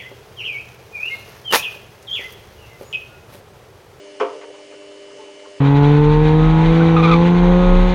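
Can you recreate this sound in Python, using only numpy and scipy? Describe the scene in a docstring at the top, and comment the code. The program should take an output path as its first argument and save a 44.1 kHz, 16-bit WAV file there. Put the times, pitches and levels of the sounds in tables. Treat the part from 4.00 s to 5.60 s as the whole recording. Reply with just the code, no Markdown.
"""A small room, where a front-loading washing machine turns its drum.
A mains-locked magnetic hum buzzes over the rush of drum, belt and water.
The tumbling load thuds softly and now and then pings. One hard knock bounces and
rattles the thin cabinet panels. Knock and load leave a short tail in the room."""
import sys
import numpy as np
from scipy import signal
from scipy.fft import rfft, irfft
from scipy.io import wavfile
from scipy.ndimage import uniform_filter1d

SR = 44100
rng = np.random.default_rng(int(sys.argv[2]) if len(sys.argv) > 2 else 0)


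def store_wav(level_fs):
    """Save 16-bit WAV to argv[1]."""
    pcm = np.round(np.clip(np.atleast_2d(level_fs), -1, 1) * 32767)
    wavfile.write(sys.argv[1], SR, pcm.T.astype(np.int16))


N = 70560
T = np.arange(N) / SR


def amp(db):
    return 10 ** (np.asarray(db) / 20)


def unit_rms(x):
    return x / np.sqrt(np.mean(x ** 2) + 1e-20)


def curve_db(points, hz):
    """Interpolates (Hz, dB) points over log frequency."""
    point_hz, db = np.transpose(points)
    return np.interp(np.log(hz + 1), np.log(point_hz + 1), db)


def coloured(x, db_at):
    """Filters x by a gain curve in dB over Hz."""
    return irfft(rfft(x) * amp(db_at(np.fft.rfftfreq(len(x), 1 / SR))), len(x))


def strike(start_s, t60_s, rise_s):
    """Time since the start, and an envelope that rises and decays."""
    t = np.maximum(T - start_s, 0)
    return t, (1 - np.exp(-t / rise_s)) * amp(-60 * t / t60_s)


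def room(x, gain_db=-7.5, low_t60_s=0.42, high_t60_s=0.31):
    """Diffuse reflections; the treble dies sooner."""
    t = T[:SR // 2]
    noise = rng.standard_normal(len(t)) * np.clip((t - 0.004) / 0.0058, 0, 1)
    low = coloured(noise, lambda hz: -20 * np.log10(1 + (hz / 1200) ** 2))
    tail = low * amp(-60 * t / low_t60_s) + (noise - low) * amp(-60 * t / high_t60_s)
    return amp(gain_db) * signal.fftconvolve(x, tail / np.linalg.norm(tail))[:N]


def drum_rush(rms_db=-46, patch_db=1, swell_db=0.23):
    """Noise of drum, belt and water, with drifting spectral patches, a slight swell and narrow whirs."""
    # Each row: frequency in Hz, relative noise density in dB.
    spectrum = [(30, -28.5), (70, -23.5), (120, -11.5), (200, -22.5), (300, -3), (430, -4), (570, 0.5),
                (700, -13.5), (870, -10), (1250, -15.5), (2000, -15), (3000, -13), (3700, -19), (4350, -20),
                (5100, -16), (5800, -20.5), (6300, -18), (7000, -22), (10000, -26.5)]
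    # Each row: centre in Hz, width in Hz, lift or dip in dB.
    whirs = [(358, 46, -3.5), (428, 18, 4.5), (535, 8.9, -5), (590, 5.3, 13), (688, 12, 9), (4405, 65, 7.5),
             (6290, 120, 2), (6860, 55, 6)]
    frames, bin_hz = N // 256 + 5, np.fft.rfftfreq(1024, 1 / SR)
    real, imag, jitter = rng.standard_normal((frames, 513, 3)).T
    swell = unit_rms(uniform_filter1d(jitter.mean(0), size=20))
    across_bins = uniform_filter1d(jitter, size=12, axis=0)
    patches = unit_rms(uniform_filter1d(across_bins, size=10, axis=1))
    gain_db = curve_db(spectrum, bin_hz)[:, None] + patch_db * patches + swell_db * swell
    noise = signal.istft((real + 1j * imag) * amp(gain_db), nperseg=1024, noverlap=768)[1][:N]
    whirring = coloured(noise, lambda hz: sum(
        db * np.exp(-((hz - mid_hz) / width_hz) ** 2) for mid_hz, width_hz, db in whirs))
    return amp(rms_db) * unit_rms(whirring)


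def mains_hum(buzz_hz=99.95, waver_db=1.54, waver_hz=7.91):
    """Magnetic buzz: harmonics of twice the mains rate, each wavering in level."""
    # Each row: harmonic number, rms level in dB.
    partials = [(3, -53), (4, -45), (5, -59.5), (6, -47), (9, -74), (10, -68.5), (12, -69.5), (15, -71.5),
                (17, -67.5), (18, -72), (19, -65.5), (20, -72.5), (21, -64), (22, -66.5), (23, -62.5),
                (24, -73), (25, -77), (27, -66), (28, -61), (29, -60.5), (30, -56), (31, -70), (32, -77),
                (33, -74), (34, -79), (35, -74.5), (41, -71.5), (42, -77.5), (46, -71)]
    out = np.zeros(N)
    for k, db in partials:
        waver = np.interp(T * waver_hz, np.arange(64), rng.standard_normal(64))
        phase = 2 * np.pi * k * buzz_hz * T - 0.25 * k * k  # offsets spread the peaks
        out += amp(db + waver_db * waver) * np.sqrt(2) * np.cos(phase)
    return out


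def load_thuds(rise_s=0.004, t60_s=0.031):
    """The load lands softly: puffs of band noise, held, then dying."""
    # Each row: start in seconds, level in dB, hold in seconds, centre in Hz, half-width in octaves.
    thuds = [(0.063, -55, 0.025, 1020, 0.26), (0.147, -53, 0.019, 800, .3), (0.411, -45, 0.039, 1300, 1),
             (0.428, -42, 0.046, 467, 0.21), (0.481, -41.5, 0.034, 510, 0.42),
             (0.537, -51, 0.028, 996, 0.43), (0.582, -54, 0.029, 900, 0.4),
             (0.71, -45.5, 0.0063, 2460, 0.27), (0.715, -52, 0.034, 1210, 0.78),
             (0.734, -37, 0.0082, 480, 0.45), (0.739, -57, 0.0092, 2400, .3), (0.81, -57.5, .04, 990, 0.27),
             (0.908, -52.5, .008, 1300, 0.52), (1.103, -50, 0.018, 1280, .4), (1.127, -48, 0.07, 443, 0.1),
             (1.256, -55, 0.0077, 436, .2), (1.395, -43, .004, 1900, 1), (1.448, -48, 0.012, 1200, 0.35),
             (1.461, -46.5, 0.015, 467, 0.42)]
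    out = np.zeros(N)
    for start_s, db, hold_s, mid_hz, octaves in thuds:
        noise = rng.standard_normal(N)
        puff = coloured(noise, lambda hz: -6 * (np.log2((hz + 1) / mid_hz) / octaves) ** 2)
        rise = np.clip((T - start_s) / rise_s, 0, 1)
        decay = amp(-60 * np.maximum(T - start_s - hold_s, 0) / t60_s)
        out += amp(db) * unit_rms(puff) * rise * decay
    return out


def load_pings():
    """The tumbling load pings: one damped sine each time."""
    # Each row: start in seconds, level in dB, pitch in Hz, T60 in seconds.
    pings = [(.432, -36.5, 927, 0.12), (1.078, -47, 885, .08), (1.194, -34, 876, 0.11),
             (1.195, -32.5, 429, 0.15), (1.213, -42, 1072, 0.098), (1.284, -38, 866, 0.057),
             (1.432, -39.5, 876, 0.13), (1.455, -37, 1064, 0.066)]
    out = np.zeros(N)
    for start_s, db, hz, t60_s in pings:
        t, envelope = strike(start_s, t60_s, rise_s=0.0037)
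        out += amp(db) * envelope * np.sin(2 * np.pi * hz * t)
    return out


def cabinet_knock(clatter_db=-6.5, pivot_hz=600):
    """A knock and its bounces clatter and ring the panels; harder blows are brighter."""
    # Each row: start in seconds, level in dB, hardness as a tilt in dB per octave.
    blows = [(.199, -26, 6.5), (.203, -10.5, -2.5), (.2102, -18, 0), (.222, -15, -4), (0.2472, -25, -2.5),
             (0.264, -27, -6), (.293, -28, -2.5), (.308, -46.5, 0), (.355, -37.5, -7)]
    # Each row: frequency in Hz, relative noise density in dB.
    clatter_spectrum = [(88, -42), (150, -30), (442, -1), (779, -6.5), (905, 2), (1030, 0.5), (1300, -2),
                        (1910, -13), (2900, -8.5), (3500, -19), (4000, -29), (5400, -25.5), (8000, -44.5),
                        (10400, -62)]
    # Panel mode frequencies in Hz.
    modes_hz = [285, 371, 414, 452, 503, 530, 692, 905, 1154, 1290, 1490, 1644, 2101, 2400, 3150]
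    # Each row, one per mode: relative level in dB, T60 in seconds.
    modes = [(-22, 0.17), (-16, 0.15), (-9.5, 0.16), (-8.5, 0.32), (-20, 0.23), (-14.5, .17), (-18, 0.21),
             (-6, 0.1), (-15, 0.17), (-13.5, .17), (-22, 0.096), (-17.5, 0.12), (-22.5, .12), (-23.5, .12),
             (-36, 0.048)]
    out = np.zeros(N)
    for start_s, db, tilt_db_oct in blows:
        clatter = coloured(rng.standard_normal(N), lambda hz: (
            curve_db(clatter_spectrum, hz) + tilt_db_oct * np.log2(hz / pivot_hz + 0.0084)))
        _, envelope = strike(start_s, t60_s=0.09, rise_s=0.00031)
        out += amp(db + clatter_db) * unit_rms(clatter) * envelope
        for n, (hz, (mode_db, t60_s)) in enumerate(zip(modes_hz, modes)):
            t, envelope = strike(start_s, t60_s, rise_s=0.0008)
            gain = amp(db + mode_db + tilt_db_oct * np.log2(hz / pivot_hz))
            out += (-1) ** n * gain * envelope * np.sin(2 * np.pi * hz * t)
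    return out


def scene():
    """Steady hum and rush under the impacts and their room tail; mono."""
    steady = mains_hum() + drum_rush()
    load = load_pings() + load_thuds()
    knock = cabinet_knock()
    tail = room(knock + amp(-8) * load)  # the load's sound stays mostly inside the drum
    # Thin panels radiate little bass.
    bass_cut = signal.butter(3, 262, btype="high", fs=SR, output="sos")
    return (steady + signal.sosfilt(bass_cut, knock + load + tail))[None]


def record(dry):
    """Steep low-pass band limit."""
    edge_hz = 10080
    low_pass = signal.firwin(767, edge_hz, window=("kaiser", 9), fs=SR)
    return signal.oaconvolve(dry, low_pass[None], "same")


dry = scene()
out = record(dry)
store_wav(out)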